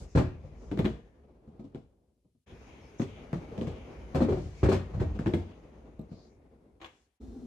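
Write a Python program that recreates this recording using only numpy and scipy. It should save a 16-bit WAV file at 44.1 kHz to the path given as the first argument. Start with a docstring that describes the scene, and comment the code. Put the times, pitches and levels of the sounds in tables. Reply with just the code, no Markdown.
"""A fenced yard: an inline skater rides a small plywood quarter pipe twice. Skates knock on the hollow ramp,
rumble over the flat deck and clack across its panel joints; fence and walls answer. Bearings whirr, skimming
wheels swish, axles click. Late on comes a quick run of light, gritty clacks; then the scene changes to a low
drone with a faint whine over air noise."""
import sys
import numpy as np
from scipy import signal
from scipy.fft import rfft, irfft, next_fast_len
from scipy.io import wavfile
from scipy.ndimage import uniform_filter1d, map_coordinates

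SR = 44100
rng = np.random.default_rng(int(sys.argv[2]) if len(sys.argv) > 2 else 0)


def bounce(signal):
    """Save signal as a 16-bit WAV file at the path given by the first command-line argument."""
    frames = np.transpose(np.atleast_2d(signal))
    limited = np.clip(frames, -1, 1)
    pcm = np.round(limited * 32767).astype(np.int16)
    wavfile.write(sys.argv[1], SR, pcm)


N = 328986
TIME = np.arange(N) / SR
HIT_N = int(.7 * SR)
AGE = np.arange(HIT_N) / SR  # s since a hit

# noise spectra of plywood knock, boot clack, frame crack: freq_hz, density_db
PLYWOOD_SPECTRUM = [(30, -46.5), (90, -21.5), (160, 3), (230, 2.5), (380, 3.5), (520, -5.5), (750, -12.5),
                    (1100, -20), (1800, -51), (4000, -54), (9000, -110)]
BOOT_SPECTRUM = [(400, -30.5), (780, 8.5), (1150, 3.5), (1600, 0.5), (2100, -4), (2800, -12), (5000, -40),
                 (10000, -100)]
FRAME_SPECTRUM = [(1400, -15.5), (2400, -1), (3600, -3.5), (4400, -5.5), (5200, -8), (6600, -10),
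                  (8200, -13.5), (9000, -23), (12200, -22), (13000, -39.5), (14500, -38)]
# left-right likeness: freq_hz, correlation
EAR_CORRELATION = [(100, .96), (300, 0.94), (550, 0.6), (1000, 0.15), (3000, 0.12), (12000, 0.2)]


def quarter_pipe():
    """Landings boom in the hollow box, ring its skin and the pipe, rattle boards, boots and frames."""
    # start_s, knock_db, thud_db, rattle_db, clack_db, crack_db, note_hz, note_db
    # thud to crack re knock; note_db is the note's weight within the knock
    landings = [(0.15, -23.5, 3.5, -16, -20, -27.5, 166, -3.5),
                (0.173, -24, -4, -12, -12.5, -23.5, 285, -3.5),
                (0.197, -31, -12, -8, -19, -35.5, 329, -3.5), (0.437, -56, 10.5, -5, -32, -48, 530, -6),
                (4.146, -28.5, -14.5, -8.5, -16.5, -23, 148, -2.5),
                (4.155, -29, -8.5, -11.5, -15, -28, 259, -8), (4.177, -36.5, 3, -37, -27.5, -34.5, 414, 5),
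                (4.204, -28.5, -3.5, -7, -19, -27, 345, -19),
                (4.218, -21.5, -14, -17.5, -24, -33, 245, 3.5),
                (4.285, -28, -17, -16, -21, -30.5, 397, -0.5), (4.298, -26.5, -7, -27, -33, -36, 399, 2.5),
                (4.322, -32.5, -8.5, -8.5, -17.5, -27.5, 386, 2.5),
                (4.37, -36, -6.5, -10.5, -20, -29, 369, -3), (4.455, -53, 13, -25.5, -28.5, -30.5, 180, -5),
                (4.63, -24.5, 3.5, -14, -16, -25, 380, -4), (4.653, -33.5, -7, -9, -10, -27.5, 374, -2),
                (4.686, -22, -13, -16, -21, -27, 386, 2.5),
                (4.716, -30.5, -2.5, -5, -8, -15.5, 224.6, -1.5),
                (4.727, -29.5, -11, -18, -21.5, -23.5, 386, 3),
                (4.755, -34.5, -2.5, -14.5, -20, -38, 225, -6.5),
                (4.937, -44, 10, -11.5, -12.5, -24.5, 192, 2), (4.974, -42.5, 5.5, -29, -28, -31, 176, 0),
                (4.998, -34, 7.5, -24, -15.5, -24.5, 186, 2.5),
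                (5.014, -31.5, -16, -9.5, -20.5, -33, 374, -1)]
    # modes: freq_hz, level_db, base_t60_s
    box_modes = [(59.4, -9, 0.32), (78.4, 7.5, 0.27), (92.6, -0.5, 0.67), (120.8, 2, 0.36),
                 (143, 2.5, 0.29)]
    skin_modes = [(190, 2, 0.25), (235, -0.5, 0.2), (240, -4, 0.16), (277, -10.5, 0.4), (305.6, -1.5, 0.54),
                  (370, -5, 0.53), (378, -17.5, 0.092), (481, -2.5, 0.19), (535.5, -3, 0.37),
                  (622, -15, 0.29), (681, -12, 0.17), (815, -10.5, 0.14), (830, -33, 0.2)]
    pipe_modes = [(1071, 4.5, 0.13), (1240, -2, 0.16), (1530, -10.5, .3), (1620, -10.5, 0.17),
                  (1860, -15.5, 1), (2370, -12.5, 0.56), (2680, -14, 0.3), (2903, -19, 0.28),
                  (3420, -16, 0.27), (4160, -8, .15)]
    loose_board_modes = [(458.2, 3.5, 0.22), (530.4, 3, 0.24), (605, 2.5, 0.25), (657, 2.5, 0.21),
                         (750, 9.5, 0.07), (801.4, -1, 0.072), (864, -10.5, 0.18), (1000, -16.5, 0.1),
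                         (1087, -10.5, 0.11), (1170, -6.5, 0.13)]
    out = np.zeros((2, N))
    for start_s, knock_db, thud_db, rattle_db, clack_db, crack_db, note_hz, note_db in landings:
        thud = amp(thud_db) * ring(box_modes, t60_scale=.53, attack_s=.0054, detune=.031)
        skin = amp(-8) * ring(skin_modes, t60_scale=.69, attack_s=.003, detune=.008)
        skin += amp(note_db) * panel_note(note_hz, t60_s=.069)
        knock = punch(skin + amp(-2) * noise(PLYWOOD_SPECTRUM) * fade(.12, .0027))
        contacts = chatter(gap_s=.0057, t60_s=.11, step_db=14.5, count=5)
        boot = punch(noise(BOOT_SPECTRUM) * (contacts + .39 * fade(.093, .0073)))
        pipe = amp(-7) * ring(pipe_modes, t60_scale=.4, attack_s=.00065, detune=.003)
        frame = punch(noise(FRAME_SPECTRUM) * (contacts + fade(.12, .0099)) * rise(.0067))
        boards = amp(rattle_db) * ring(loose_board_modes, t60_scale=.6, attack_s=.004, detune=.009)
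        blow = thud + knock + boards + amp(clack_db) * (boot + pipe) + amp(crack_db) * frame
        add(out, start_s, amp(knock_db) * yard(blow, early_db=-18.5, tail_db=-6))
    return out


def deck_joints():
    """Wheels drop over joints: frame cracks, shell rings, loose panels slap the damping turf."""
    # start_s, knock_db, clack_db, crack_db, shell_db (these three re knock), note_hz, skin_t60_scale
    crossings = [(0.714, -32.5, -20.5, -29, -30, 187, 1), (0.774, -36.5, -16, -25, -29, 328, 0.22),
                 (0.790, -24.5, -20.5, -43, -27.5, 207, 0.44), (0.795, -39, -25, -19, -23, 290, 0.33),
                 (0.845, -28, -18, -28, -39, 197, 0.78), (0.852, -35, -15, -23.5, -17.5, 373, .5),
                 (0.858, -46.5, 1.5, -24, -2.5, 388, .8), (1.476, -51.5, -39, -33, -48, 216, 0.59),
                 (1.522, -55.5, -41, -36, -43, 173, 1), (1.594, -44.5, -32, -31.5, -49, 184, 0.91),
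                 (1.642, -46.5, -42, -31, -47, 276, 0.53), (1.747, -40.5, -20.5, -30.5, -30, 372, 0.56),
                 (2.246, -67, -37, -38.5, -39, 175, .7), (2.348, -71, -33, -36.5, -39, 253, 0.76),
                 (2.52, -52, -38, -38, -40, 62, 0.82), (2.997, -29.5, -21.5, -29.5, -41, 232, 0.24),
                 (3.017, -36.5, -12, -21, -25, 249, 0.64), (3.33, -32, -14.5, -28, -34, 179, 0.32),
                 (3.517, -44, -31, -39, -41, 449, 0.7), (3.578, -35, -30, -27, -29, 197, 0.61),
                 (3.612, -31, -35, -29, -27.5, 229, 0.5), (3.67, -33, -22.5, -27.5, -32, 171, 0.64),
                 (5.149, -41, -34, -28, -42, 204, .8), (5.19, -32.5, -17, -28.5, -40, 159, 0.94),
                 (5.260, -30.5, -13.5, -29, -36, 184, 0.4), (5.269, -28.5, -20.5, -29.5, -31, 353, 0.79),
                 (5.337, -25, -21, -30, -26, 337, 0.71), (5.385, -43.5, -40, -25.5, -27, 300, 0.52),
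                 (5.88, -53, -39, -44, -46, 180, 0.74), (5.992, -41.5, -47, -42, -52, 183, 0.38),
                 (6.115, -44.5, -27, -29, -47, 174, 0.75)]
    # modes: freq_hz, level_db, base_t60_s
    box_modes = [(55.8, -2.5, 0.33), (70.8, -3.5, 0.5), (92.8, 3, 0.44), (125.3, 0.5, 0.3),
                 (148.6, 11, 0.16)]
    skin_modes = [(166.5, 3.5, 0.091), (211.1, -5, 0.41), (229.4, 4, 0.16), (301.4, 4, 0.11),
                  (347, -22, 0.085), (369.2, -5, 0.29), (455.7, -14, 0.65), (504, -4.5, 0.18),
                  (638, -9, 0.23), (740, -33, 0.033), (1224, -24, 0.28)]
    mid_panel_hz = 185
    out = np.zeros((2, N))
    for start_s, knock_db, clack_db, crack_db, shell_db, note_hz, skin_t60_scale in crossings:
        thud_db = -5 - .5 * np.log2(note_hz / mid_panel_hz)  # stiffer spots ring higher, thud less
        thud = amp(thud_db) * ring(box_modes, t60_scale=.58, attack_s=.0035, detune=.077)
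        skin = amp(-7) * ring(skin_modes, skin_t60_scale, attack_s=.0019, detune=.021)
        skin += amp(-3.5) * panel_note(note_hz, t60_s=.08)
        knock = punch(skin + .69 * noise(PLYWOOD_SPECTRUM) * fade(.18, .0033))
        contacts = chatter(gap_s=.007, t60_s=.018, step_db=3, count=3)
        contacts += 1.6 * fade(.0011, .00019)  # leading wheel strikes the edge hardest
        boot = punch(noise(BOOT_SPECTRUM) * (contacts + .35 * fade(.055, .0012)))
        frame = punch(noise(FRAME_SPECTRUM) * (contacts + .48 * fade(.34, .003)))
        blow = thud + knock + amp(clack_db) * boot + amp(crack_db) * frame + amp(shell_db) * shell()
        add(out, start_s, amp(knock_db) * yard(blow, early_db=-20.5, tail_db=-9))
    return out


def panel_note(hz, t60_s):
    """The panel under the skate rings at its own pitch."""
    return punch(fade(t60_s, .004) * np.sin(2 * np.pi * hz * AGE + rng.uniform(0, 2 * np.pi)))


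def chatter(gap_s, t60_s, step_db, count):
    """Contact envelope: wheel after wheel touches, unevenly spaced and falling in level."""
    envelope = np.zeros(HIT_N)
    for k, (late, strength) in enumerate(rng.uniform(-.45, 1, (count, 2))):
        start = round(gap_s * (k + late / 2) * SR) if k else 0
        envelope[start:] += amp(2 * strength - step_db * k) * fade(t60_s, .0003)[:HIT_N - start]
    return envelope


def shell():
    """The skate's hard plastic shell: a dry crack and a short ring."""
    crack_spectrum = [(900, -37.5), (1600, 2), (2300, 9), (2900, 3), (3500, 4), (4100, -4.5), (4900, -20),
                      (9000, -48.5)]  # freq_hz, density_db
    shell_modes = [(1650, 2.5, 0.066), (2010, -6, 0.091), (2190, -1.5, 0.12), (2430, -2.5, .066),
                   (2945, 1.5, 0.083), (3250, -5.5, 0.063), (3110, -3.5, 0.038), (3417, 3, 0.069),
                   (3820, 0, 0.029), (4120, -13, 0.13)]  # freq_hz, level_db, base_t60_s
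    crack = punch(noise(crack_spectrum) * fade(.018, .0002))
    return amp(-1) * crack + ring(shell_modes, t60_scale=.7, attack_s=.0003, detune=.012)


def rolling():
    """Wheels rumble unevenly, panels boom under the load, bearings whirr in faint outdoor air."""
    rumble_curves = [
        [(0, -42.5), (.1, -62), (.5, -57.5), (.68, -51.5), (.98, -56), (1.12, -61), (1.72, -60), (2.18, -76),
         (2.46, -95)],
        [(2.46, -54.5), (2.92, -55.5), (3.35, -49), (4.35, -47.5), (4.55, -55.5), (5.15, -46.5), (5.6, -55.5),
         (6.08, -57.5), (6.76, -64.5), (7.08, -78), (7.19, -94)],
    ]  # one curve per ride: time_s, level_db
    rides = [(0.802, -70.5, 31, -91.5), (5.2, -64, 18.5, -89.5)]  # leaving_s, whirr_db, fade_db_per_s, air_db
    ramp_spans = [(-.2, 1.0), (4.25, 5.4)]  # weight on the hollow ramp: start_s, end_s
    # spectra: freq_hz, density_db
    wheel_spectrum = [(50, -44), (110, -3), (170, -4.5), (235, -0.5), (310, -3.5), (390, -1.5), (550, -6.5),
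                      (800, -12), (1200, -20), (2000, -30.5), (5000, -39.5), (12000, -59)]
    boom_spectrum = [(20, -33), (38, -10.5), (54, 0.5), (75, -3), (110, -14), (200, -21), (1500, -110)]
    bearing_spectrum = [(500, -24), (1000, 0), (1600, -3), (2300, 1.5), (3000, -5.5), (4300, -14),
                        (5300, -14), (6600, -10), (7500, -23), (8700, -29.5), (10500, -23), (14500, -41.5)]
    air_spectrum = [(200, -8.5), (1000, -11), (3000, -4.5), (7000, -5.5), (11000, -4.5), (14500, -22)]
    boom_db, ramp_boom_db, ramp_whirr_db = -1, 7.5, -2
    rumble, whirr, air = np.zeros((3, N))
    for curve, (leaving_s, whirr_db, fade_db_per_s, air_db) in zip(rumble_curves, rides):
        time_s, level_db = np.transpose(curve)
        riding = gate(time_s[0], time_s[-1], edge_s=.022)
        rumble += riding * amp(np.interp(TIME, time_s, level_db))
        whirr += riding * amp(whirr_db - fade_db_per_s * np.maximum(TIME - leaving_s, 0))
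        air += riding * amp(air_db)
    on_ramp = sum(gate(start_s, end_s, edge_s=.076) for start_s, end_s in ramp_spans)
    bumps = np.tanh(wobble(45))
    wheels = rumble * unit(noise(wheel_spectrum, N) * amp(2.6 * bumps + 1.3 * wobble(6.9)))
    boom = unit(noise(boom_spectrum, N) * amp(.46 * wobble(4.8)))
    boom *= rumble * amp(boom_db + ramp_boom_db * on_ramp)
    bearings = patchy(noise(bearing_spectrum, N) * amp(.8 * bumps), depth_db=2.3)
    bearings *= whirr * amp(ramp_whirr_db * on_ramp)
    return dulled(wheels, rumble) + boom + bearings + air * noise(air_spectrum, N)


def dulled(wheels, rumble):
    """Slower, farther wheels keep less treble."""
    split_hz, full_treble_db = 650, -54
    low = signal.sosfiltfilt(signal.butter(2, split_hz, fs=SR, output="sos"), wheels)
    return low + (wheels - low) * np.minimum(rumble / amp(full_treble_db), 1) ** .4


def skims():
    """Wheels swish as they skim sideways; once a faint whistle falls in pitch."""
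    swishes = [(-.08, .08, 5990, 4370, -61.5), (0.044, 0.2, 5980, 2200, -69), (0.22, 0.4, 2570, 400, -69),
               (0.394, 0.54, 5500, 2970, -80), (0.543, .758, 6020, 2240, -72.5),
               (0.942, 1.295, 1754, 251, -81), (1.253, 1.948, 1950, 400, -96),
               (2.46, 2.56, 3210, 600, -67.5), (2.54, 2.78, 5880, 1630, -74.5),
               (2.602, 2.841, 2396, 800, -65), (2.522, 2.98, 865, 180, -67), (2.977, 3.05, 6190, 1300, -58),
               (3.055, 3.282, 2250, 300, -66), (3.04, 3.274, 2950, 1010, -63),
               (3.373, 3.53, 2260, 220, -66), (3.57, 3.95, 2990, 700, -65.5), (3.6, 4.101, 2290, 500, -65),
               (4.289, 4.58, 5040, 4000, -65), (4.512, 4.68, 5400, 3430, -65.5),
               (4.525, 4.66, 2370, 605, -64), (5.421, 5.6, 2690, 1410, -68), (5.499, 6.849, 1983, 883, -84),
               (6.08, 6.32, 4510, 1100, -70), (6.066, 6.4, 6060, 1600, -78.5),
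               (6.835, 7.1, 6060, 3450, -78)]  # start_s, end_s, centre_hz, width_hz, level_db
    whistle = (2.79, 2.94, 5460, 150, -75.5, 2700)  # same columns, then fall_hz_per_s
    return sum(skim(*row) for row in swishes) + skim(*whistle)


def skim(start_s, end_s, centre_hz, width_hz, level_db, fall_hz_per_s=0):
    """One skim: a noise band that swells and fades."""
    out = np.zeros((2, N))
    t = np.arange(max(start_s, 0), end_s, 1 / SR)
    lowpass = signal.butter(2, width_hz / 2, fs=SR, output="sos")
    flutter = signal.sosfilt(lowpass, rng.standard_normal((2, len(t), 2)) @ [1, 1j])
    pitch_hz = centre_hz - fall_hz_per_s * (t - start_s)
    band = (flutter * np.exp(2j * np.pi * np.cumsum(pitch_hz) / SR)).real
    swell = np.sin(np.pi * (t - start_s) / (end_s - start_s))
    add(out, t[0], amp(level_db) * unit(band) * swell)
    return out


def gritty_clacks():
    """Light clacks with a short woody ring; the hardest cracks like plastic."""
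    # start_s, grit_db, tilt_db_per_octave, wood_db, shell_db (both re grit), attack_s
    clacks = [(6.801, -64, -1, -1, -23.5, .004), (6.814, -53, 0, -1, -17, 0.0024),
              (6.829, -54.5, -1.5, -4, -21, 0.0011), (6.8445, -54.5, 1.5, -1, 1, 0.00052),
              (6.858, -59, 1.5, 3.5, -16, .001)]
    grit_spectrum = [(150, -8), (340, -19), (520, -11), (750, -3.5), (1300, -12), (2000, -11),
                     (3200, -13.5), (4100, -20.5), (5000, -29), (6800, -26.5), (9000, -42), (13000, -44.5)]  # freq_hz, density_db
    wood_modes = [(333, 8, 0.13), (517, 6, 0.086), (1100, 10.5, 0.041), (1530, -5, 0.087), (2240, 0, 0.062),
                  (2390, -6.5, 0.044), (2770, -8, 0.086), (3280, -2, 0.041)]  # freq_hz, level_db, base_t60_s
    out = np.zeros((2, N))
    for start_s, grit_db, tilt, wood_db, shell_db, attack_s in clacks:
        contacts = chatter(gap_s=.005, t60_s=.016, step_db=6, count=5)
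        envelope = (contacts + .25 * fade(.13, .0017) + .05 * fade(.7, .023)) * rise(attack_s)
        grit = punch(noise(grit_spectrum, tilt_db_per_octave=tilt) * envelope)
        modes = [(hz, db + tilt * np.log2(hz), t60_s) for hz, db, t60_s in wood_modes]
        wood = amp(wood_db) * ring(modes, t60_scale=.74, attack_s=attack_s, detune=.0068)
        clack = grit + wood + amp(shell_db) * shell()
        add(out, start_s, amp(grit_db) * yard(clack, early_db=-19, tail_db=-11))
    return out


def axle_snaps():
    """A hard-struck wheel snaps against its axle: a bright click and a brief steel ring."""
    snaps = [(.79, -66, -66), (.858, -79, -67), (2.997, -79, -78), (4.147, -74, -73), (4.157, -68, -70),
             (4.69, -75, -68), (5.338, -72, -68), (5.346, -68, -68), (5.993, -87, -78), (6.014, -88, -80)]  # start_s, click_db, steel_db
    click_spectrum = [(2000, -20), (4200, -1), (8000, -2), (9500, -6), (11800, 2), (14500, -3)]  # freq_hz, density_db
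    steel_modes = [(3760, 0, .035), (4100, 1, .04), (7650, -5, .035), (8050, -5, .035), (11400, -7, .035),
                   (11950, -7, .035)]  # freq_hz, level_db, t60_s
    out = np.zeros((2, N))
    for start_s, click_db, steel_db in snaps:
        click = amp(click_db) * punch(noise(click_spectrum) * fade(.018, .0001))
        steel = amp(steel_db) * ring(steel_modes, t60_scale=1, attack_s=.0003, detune=.006)
        add(out, start_s, yard(click + steel, early_db=-22, tail_db=-14))
    return out


def drone():
    """A low, wavering hum and thin whine over air noise, there at once from 7.2 s."""
    hum_tones = [(199.2, -53), (258.4, -62), (323.0, -55), (393.0, -63), (780.6, -64)]  # freq_hz, relative_db
    whine_tones = [(3634, -85.5), (4145, -86)]  # freq_hz, level_db
    air_spectrum = [(15, -41), (25, -26.5), (60, 1.5), (129, -14), (202, -14.5), (250, 7), (301, -15.5),
                    (392, -11), (554, -25), (781, -28), (940, -37), (1260, -38), (2190, -47), (6330, -47),
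                    (14000, -63.5)]  # freq_hz, density_db
    start_s, rise_s = 7.2, .019
    hum = sum(amp(db + 4.8 * wobble(22)) * np.sin(2 * np.pi * hz * TIME + 1.5 * wobble(25))
              for hz, db in hum_tones)
    whine = sum(amp(db + 2 * wobble(12)) * np.sin(2 * np.pi * hz * TIME + wobble(20))
                for hz, db in whine_tones)
    onset = np.clip((TIME - start_s) / rise_s, 0, 1)
    return onset * (amp(-59.5) * unit(hum) + whine + amp(-43) * noise(air_spectrum, N))


def yard(hit, early_db, tail_db):
    """Close walls return eight echoes; a short diffuse tail dies away."""
    decay_times = [(100, 0.5), (400, 0.18), (1500, 0.41), (3000, 0.38), (6000, 0.31), (12000, 0.29)]  # freq_hz, t60_s
    hz, t, bands = signal.stft(rng.standard_normal((2, HIT_N)), SR, nperseg=256)
    bands *= amp(-60 * t / along(decay_times, hz)[:, None])
    tail = signal.istft(bands, SR, nperseg=256)[1][:, :HIT_N] * rise(.0055)
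    response = amp(tail_db) * tail / np.linalg.norm(tail[0])
    lowpass = signal.butter(1, 600, fs=SR, output="sos")
    response[1] += signal.sosfilt(lowpass, response[0] - response[1])  # ears share the bass
    for delay_s, sign in zip(rng.uniform(.005, .031, size=8), rng.standard_normal(size=8)):
        for ear, skew_s in enumerate(rng.uniform(0, .0005, size=2)):
            response[ear, int((delay_s + skew_s) * SR)] += np.sign(sign) * amp(early_db)
    return hit + signal.fftconvolve(hit, response, axes=1)[:, :HIT_N]


def ring(modes, t60_scale, attack_s, detune):
    """Modes struck at a new spot, detuned at random by the skater's weight."""
    out = np.zeros((2, HIT_N))
    for (hz, db, base_t60_s), draws in zip(modes, rng.standard_normal((len(modes), 4))):
        strength, shift, sign, ear = draws
        t60_s = base_t60_s * t60_scale
        t = AGE[AGE <= 2 * t60_s]
        ear_phase = np.sign(ear) * ear_angle(hz) * np.array([[1], [-1]])
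        tone = np.sin(2 * np.pi * hz * (1 + detune * shift) * t + ear_phase)
        out[:, :len(t)] += np.sign(sign) * amp(db + 2 * strength) * fade(t60_s, attack_s, t) * tone
    return punch(out)


def noise(spectrum, size=HIT_N, tilt_db_per_octave=0):
    """Coloured stereo noise, rms 1: bass shared, treble different in each ear."""
    fft_n = next_fast_len(size)
    hz = np.fft.rfftfreq(fft_n, 1 / SR)
    angle = ear_angle(hz)
    colour = amp(along(spectrum, hz) + tilt_db_per_octave * np.log2(1 + hz / 441))
    white = rfft(rng.standard_normal((2, fft_n)))
    mid, side = irfft(white * colour * [np.cos(angle), np.sin(angle)], fft_n)[:, :size]
    return unit(np.array([mid + side, mid - side]))


def ear_angle(hz):
    """Half the phase angle between the ears, rad."""
    return np.arccos(along(EAR_CORRELATION, hz)) / 2


def patchy(x, depth_db):
    """Bands of a noise swell and sink independently."""
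    bands = signal.stft(x, nperseg=1024)[2]
    field = uniform_filter1d(rng.standard_normal(bands.shape[1:]), size=7, axis=0)
    field = uniform_filter1d(field, size=11, axis=1)
    return unit(signal.istft(bands * amp(depth_db * unit(field)), nperseg=1024)[1][:, :N])


def wobble(rate_hz):
    """Smooth random curve."""
    return map_coordinates(rng.standard_normal(int(N * rate_hz / SR) + 4), [TIME * rate_hz])


def rise(attack_s, t=AGE):
    """Exponential approach to 1."""
    return 1 - np.exp(-t / attack_s)


def fade(t60_s, attack_s, t=AGE):
    """Quick rise, exponential decay."""
    return amp(-60 * t / t60_s) * rise(attack_s, t)


def gate(start_s, end_s, edge_s):
    """Window with sloping edges."""
    return np.clip(np.minimum(TIME - start_s, end_s - TIME) / edge_s, 0, 1)


def along(points, hz):
    """Interpolate (freq_hz, value) points on a log axis."""
    freq_hz, values = np.transpose(points)
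    return np.interp(np.log(hz + 1), np.log(freq_hz), values)


def amp(db):
    """Decibels to gain."""
    return 10 ** (np.asarray(db) / 20)


def unit(x):
    """Scale to rms 1."""
    return x / np.sqrt(np.mean(x ** 2) + 1e-20)


def punch(x):
    """Scale to rms 1 over the first 30 ms."""
    return x / np.sqrt(np.mean(x[..., :int(.03 * SR)] ** 2) + 1e-20)


def add(track, start_s, sound):
    """Mix a sound into the track."""
    part = track[:, round(start_s * SR):][:, :sound.shape[-1]]
    part += sound[..., :part.shape[-1]]


def scene():
    """All sources in the yard."""
    return quarter_pipe() + deck_joints() + rolling() + skims() + gritty_clacks() + drone() + axle_snaps()


def record(dry):
    """Lean left, thin the deepest bass, cut the top treble."""
    lean = [(30, -1), (80, 1), (160, 1), (300, 1.5), (550, 1.25), (1100, 3), (4500, 3.5), (8000, 1.5)]  # freq_hz, left_minus_right_db
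    highpass_hz, top_hz = 35, 14500
    fft_n = next_fast_len(N + SR // 2)
    hz = np.fft.rfftfreq(fft_n, 1 / SR)
    thinned = signal.sosfilt(signal.butter(2, highpass_hz, "high", fs=SR, output="sos"), dry)
    balance = amp(along(lean, hz) * np.array([[.5], [-.5]]))
    return irfft(rfft(thinned, fft_n) * balance * (hz < top_hz), fft_n)[:, :N]


dry = scene()
out = record(dry)
bounce(out)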